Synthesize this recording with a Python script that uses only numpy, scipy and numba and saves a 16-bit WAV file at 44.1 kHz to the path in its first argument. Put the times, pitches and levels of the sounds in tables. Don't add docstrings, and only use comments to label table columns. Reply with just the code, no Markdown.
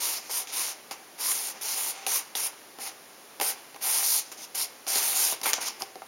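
import sys
import numpy as np
from scipy import signal
from scipy.fft import rfft, irfft
from scipy.io import wavfile
from scipy.ndimage import uniform_filter1d
from numba import njit

SR = 44100
rng = np.random.default_rng(int(sys.argv[2]) if len(sys.argv) > 2 else 0)


def wrap_up_sound(samples):
    columns = np.atleast_2d(samples).T
    tamed = np.clip(columns, -1, 1)
    steps = np.round(tamed * 32767).astype(np.int16)
    wavfile.write(sys.argv[1], SR, steps)


N = 267951
TIME = np.arange(N) / SR


def undb(db):
    return 10 ** (np.asarray(db) / 20)


def unit(x):
    return x / np.sqrt(np.mean(x ** 2))


def fade(t, t60):
    return np.exp(-np.log(1000) * t / t60)


def colour(x, points):
    hz, db = np.transpose(points)
    bins = np.maximum(np.fft.rfftfreq(len(x), 1 / SR), 1)
    gain = undb(np.interp(np.log(bins), np.log(hz), db))
    return unit(irfft(rfft(x) * gain, len(x)))


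def resonate(x, hz, width_hz):
    hz = min(hz, SR / 3)
    return signal.lfilter(*signal.iirpeak(hz, hz / min(width_hz, SR / 3), fs=SR), x)


@njit
def glide(x, hz, share):
    y, band, low = np.empty(len(x)), 0., 0.
    for i in range(len(x)):
        g = np.tan(np.pi * hz[i] / SR)
        v = (band + g * (x[i] - low)) / (1 + g * (g + share))
        band, low, y[i] = 2 * v - band, low + 2 * g * v, share * v
    return y


def wander(rate):
    size = int(SR / rate)
    steps = np.repeat(rng.standard_normal(N // size + 1), size)
    return unit(uniform_filter1d(steps, size)[:N])


def add(track, s, sound):
    start = int(s * SR)
    track[start:start + len(sound)] += sound[:N - start]


# frequency in Hz, relative level in dB.
HUSH_TONE = [(25, -24), (90, -18), (160, -8), (280, -1), (430, 0), (800, -1), (1300, -4.5), (2200, -6.5),
             (3500, -9.5), (6000, -8.5), (9000, -12.5), (12000, -12), (14000, -14), (16000, -14)]


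def background(hush_db=-50, whine_hz=9810, whine_db=-61):
    hush = colour(rng.standard_normal(N), HUSH_TONE) * undb(hush_db + .4 * wander(5))
    whine = np.sin(2 * np.pi * np.cumsum(whine_hz + 4 * wander(73)) / SR)
    return hush + undb(whine_db) * unit(whine)


def room(x, echo_db=-9, dull_above_hz=3000, t60=0.45):
    t = TIME[:SR // 2]
    tail = rng.standard_normal(len(t)) * fade(t, t60) * (t > .003)
    tail = signal.lfilter(*signal.butter(1, dull_above_hz, fs=SR), tail / np.linalg.norm(tail))
    return x + undb(echo_db) * signal.fftconvolve(x, tail)[:N]


# pitch in Hz, relative level in dB, seconds to fade by 60 dB.
FRAME_NOTES = [(300, -9.5, 0.15), (421, 1.5, 0.17), (576, -14, 0.12), (799, 10, 0.057), (935, 7, 0.027),
               (1076, 8.5, 0.012), (1330, -13, 0.021)]


def frame_ring(push_hz, db_per_octave, detune):
    t = TIME[:SR // 5]
    ring = np.zeros(len(t))
    for hz, db, t60 in FRAME_NOTES:
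        gain = undb(db - db_per_octave * abs(np.log2(hz / push_hz)))
        pitch = hz * (1 + detune * rng.standard_normal())
        ring += gain * fade(t, t60) * np.sin(2 * np.pi * pitch * t)
    return ring


# start in seconds, snap level in dB, snap
# pitch in Hz, sheen (the highest fizz) in dB relative to the snap, knock level in dB, knock pitch in Hz.
FILM_SNAPS = [(0.2952, -28, 5140, -28, -36.5, 773), (0.472, -26, 3150, -24, -52, 627),
              (0.9108, -21, 5000, -28.5, -32.5, 805), (1.3171, -13, 7100, -20, -41, 947),
              (2.0652, -12, 2400, -11, -27.5, 620), (2.3522, -14.5, 3170, -12, -34, 600),
              (2.7867, -29.5, 4770, -6, -35.5, 778), (3.3996, -15, 2570, -5.5, -26, 800),
              (3.413, -11.5, 2020, -14, -21.5, 605), (3.7444, -30, 2150, -14, -41.5, 417),
              (3.7615, -31.5, 5770, -1, -36, 1170), (4.3164, -27.5, 6600, -24, -41.5, 415),
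              (4.8671, -21, 4100, -13, -35, 770), (4.9568, -11.5, 4600, -10, -32, 400),
              (5.3236, -22, 6000, -15, -28, 806), (5.4148, -21, 5100, -6, -38, 565),
              (5.4346, -21, 6000, -1, -33, 735), (5.458, -14, 1920, -14, -23.5, 1100),
              (5.4667, -22, 2220, -12, -28.5, 1100), (5.5325, -4, 5600, -29, -31.5, 890),
              (5.5384, -6, 5880, -31, -42, 1330), (5.5812, -32, 4750, -9, -28.5, 837),
              (5.8077, -41, 5950, -5, -35.5, 800), (5.8207, -15, 5060, -16, -28.5, 650),
              (5.956, -30, 1950, -20, -34, 404), (6.0199, -57, 2730, -21, -34.5, 910)]


def snapping(rise_s=0.00048, crack_t60=0.0083, rustle_db=-23, rustle_t60=0.17, thud_hz=70):
    wing, table, t = np.zeros(N), np.zeros(N), TIME[:SR // 5]
    for s, snap_db, snap_hz, sheen_db, push_db, push_hz in FILM_SNAPS:
        noise = rng.standard_normal(len(t))
        crack = resonate(resonate(noise, snap_hz, 0.14 * snap_hz), snap_hz, 3.4 * snap_hz)
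        crack = unit(crack + .5 * resonate(noise, 2740, 3300))
        crack += undb(sheen_db - 1) * unit(resonate(noise, 9200, 4000))
        crack = np.tanh(0.69 * crack) * np.minimum(t / rise_s, 1)
        crack *= fade(t, crack_t60) + undb(rustle_db) * fade(t, rustle_t60)
        add(wing, s, undb(snap_db + 2) * crack)
        push = (t == 0) + 0.2 * rng.standard_normal(len(t)) * fade(t, t60=0.029)
        ring = signal.fftconvolve(push, frame_ring(push_hz, db_per_octave=6.5, detune=0.022))[:len(t)]
        knock = ring / np.abs(ring).max()
        pat = unit(resonate(resonate(noise, push_hz, push_hz), push_hz, 2 * push_hz))
        add(wing, s, undb(push_db + 1) * knock + undb(push_db - 6) * pat * fade(t, t60=0.063))
        thud = unit(resonate(noise, thud_hz, thud_hz / 2)) * fade(t, t60=0.16)
        add(table, s, undb(push_db - 35) * thud)
    bass_cut = signal.butter(4, 235, "highpass", fs=SR, output="sos")
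    return signal.sosfilt(bass_cut, wing) + table


def slips(per_second, spread_db, smooth):
    happens = rng.random(N) < per_second / SR
    sizes = undb(spread_db * np.minimum(rng.exponential(size=N), 4))
    clicks = unit(happens * sizes * rng.standard_normal(N))
    return unit(clicks + smooth * rng.standard_normal(N))


# frequency in Hz, relative level in dB.
HISS_TONE = [(1500, -37), (2800, -10.5), (3800, -6), (4800, -1.5), (6000, 0), (7200, -3.5), (9000, -11.5),
             (11000, -23), (16000, -48)]
SHEEN_TONE = [(5000, -40), (7500, -18), (8800, -5.5), (9700, -0.5), (10800, -2.5), (12200, -4),
              (13600, -8.5), (15800, -10.5)]


def film_hiss(hiss_gain, sheen_gain):
    friction = slips(per_second=5000, spread_db=0, smooth=1.4) * undb(0.5 * wander(300))
    patches = sum((undb(2 * wander(14)) - 1) * resonate(friction, hz, hz / 8)
                  for hz in np.geomspace(2200, 14000, 12))
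    friction = unit(friction + patches)
    hiss = hiss_gain * undb(1) * colour(friction, HISS_TONE)
    sheen = sheen_gain * undb(1.2) * colour(friction, SHEEN_TONE)
    return hiss + sheen


# frequency in Hz, relative level in dB.
DRUM_TONE = [(40, -28), (130, -54), (260, -18.5), (400, -5.5), (520, -5), (820, -6.5), (1050, -0.5),
             (1300, -1), (1700, -3), (2200, 2), (2800, -0.5), (3600, -7.5), (5500, -53)]


def film_drumming(gain, film_hz):
    drum = colour(slips(per_second=1500, spread_db=1, smooth=1), DRUM_TONE)
    pitch = film_hz * (1 + .025 * wander(20))
    drum = gain * unit(drum + 2.6 * glide(drum, pitch, share=.11))
    ring = frame_ring(push_hz=400, db_per_octave=4, detune=.002)
    frame = signal.fftconvolve(drum, ring / np.linalg.norm(ring))[:N]
    return undb(0.67) * drum + undb(-22) * frame


# start in seconds, landing time in seconds, length
# in seconds, hiss level at the crest in dB, swell up to the crest in dB, place of the crest from 0 to 1,
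# drumming and then sheen in dB relative to the hiss, film pitch at the crest in Hz.
FINGER_STROKES = [ (0.0, 0.005, 0.18, -33, 5, 0.23, -7.5, 2.5, 1000),
                  (0.2, 0.016, 0.11, -49.5, 0, 0.4, -3, -6, 810),
                  (0.29, 0.021, 0.13, -34, 5.5, 0.65, -7.5, 2.5, 1000),
                  (0.471, 0.003, 0.054, -41, 6, 0.5, -5.5, -8, 860),
                  (0.513, 0.014, 0.2, -33, 6.5, 0.42, -7.5, 3.5, 1020),
                  (0.908, 0.0044, 0.018, -38.5, 4.5, 0.4, -3, -2.5, 840),
                  (1.173, 0.035, 0.18, -34, 6.5, 0.78, -6.5, 6, 1055),
                  (1.336, 0.02, 0.17, -36.5, 3.5, 0.04, -7.5, 3, 930),
                  (1.533, 0.02, 0.071, -52, 4, 0.5, 3, -16, 830),
                  (1.609, 0.004, 0.17, -35, 5.5, 0.64, -7.5, 3, 970),
                  (1.755, 0.018, 0.15, -37.5, 0, 0.7, -6, 4.5, 855),
                  (1.93, 0.02, 0.123, -49, 2, 0.1, 1.5, -22, 860),
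                  (2.064, 0.0056, 0.13, -31.5, 5, 0.81, -6.5, 5, 1050),
                  (2.349, 0.008, 0.12, -36, 1.5, 0.8, -5.5, 4, 900),
                  (2.79, 0.017, 0.1, -40, 3, 0.84, -4.5, 0, 840),
                  (3.408, 0.0038, 0.098, -35, 0.5, 0.64, -4, 7.5, 845),
                  (3.805, 0.031, 0.24, -33, 4, 0.68, -5, 8, 907),
                  (4.023, 0.022, 0.17, -30.5, 2, 0.7, -13, 4.5, 920),
                  (4.315, 0.003, 0.0083, -47.5, -1.5, 0.4, -2, 0.5, 1100),
                  (4.366, 0.011, 0.088, -42.5, 6.5, 1, -10, -4, 970),
                  (4.544, 0.0069, 0.097, -33, 4.5, 0.83, -9, 3, 880),
                  (4.864, 0.02, 0.16, -28.5, 6.5, 0.76, -8, 2.5, 885),
                  (5.005, 0.014, 0.14, -32.5, 4, 0.4, -5.5, 7, 880),
                  (5.138, 0.02, 0.19, -28.5, 4.5, 0.47, -9, 4.5, 876),
                  (5.431, 0.002, 0.012, -33.5, -1, 0.3, -5, -1.5, 870),
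                  (5.451, 0.008, 0.05, -34, 0, 0.6, 0, 4, 860),
                  (5.545, 0.005, 0.028, -33.5, 5.5, 0, -10.5, -18, 870),
                  (5.601, 0.012, 0.041, -34.5, 2.5, 0.55, -4.5, -4, 970),
                  (5.647, 0.013, 0.043, -31, 5.5, 0.9, -10.5, -4, 940),
                  (5.791, 0.01, 0.038, -45.5, 1.5, 1, -4, 1, 875), ]


def rubbing(slack_hz=830, octaves_per_db=0.06, lift_t60=0.14, graze_db=-18, graze_t60=0.86):
    hiss_power, drum_power, sheen_power, weighted_rise = np.zeros((4, N))
    t = TIME[:SR]
    for s, landing, length, db, swell_db, crest, drum_db, sheen_db, crest_hz in FINGER_STROKES:
        off_crest = np.interp(t / length, [0, np.clip(crest, .05, .95), 1], [1, 0, 1])
        ease_db = -swell_db * off_crest ** 1.11
        lifted = np.maximum(t - length, 0)
        release = np.maximum(fade(lifted, lift_t60), undb(graze_db) * fade(lifted, graze_t60))
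        pressure = np.minimum(t / landing, 1) * undb(ease_db) * release
        rise_hz = (crest_hz * 2 ** (octaves_per_db * ease_db) - slack_hz) * release
        power = (undb(db) * pressure) ** 2
        add(hiss_power, s, power)
        add(weighted_rise, s, power * rise_hz)
        add(drum_power, s, (undb(db + drum_db) * pressure ** 0.64) ** 2)
        add(sheen_power, s, (undb(db + sheen_db) * pressure ** 1.34) ** 2)
    film_hz = slack_hz + weighted_rise / np.maximum(hiss_power, np.finfo(float).tiny)
    tremor = undb(0.28 * wander(45))
    hiss = tremor * film_hiss(np.sqrt(hiss_power), np.sqrt(sheen_power))
    return hiss + film_drumming(tremor * np.sqrt(drum_power), film_hz)


def scene():
    sound = room(rubbing() + snapping()) + background()
    return np.array([sound, sound])


def record(dry):
    notch = signal.butter(2, (7280, 8550), "bandstop", fs=SR, output="sos")
    treble_cut = signal.ellip(10, .2, 70, 15850, fs=SR, output="sos")
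    return signal.sosfilt(treble_cut, signal.sosfilt(notch, dry))


dry = scene()
out = record(dry)
wrap_up_sound(out)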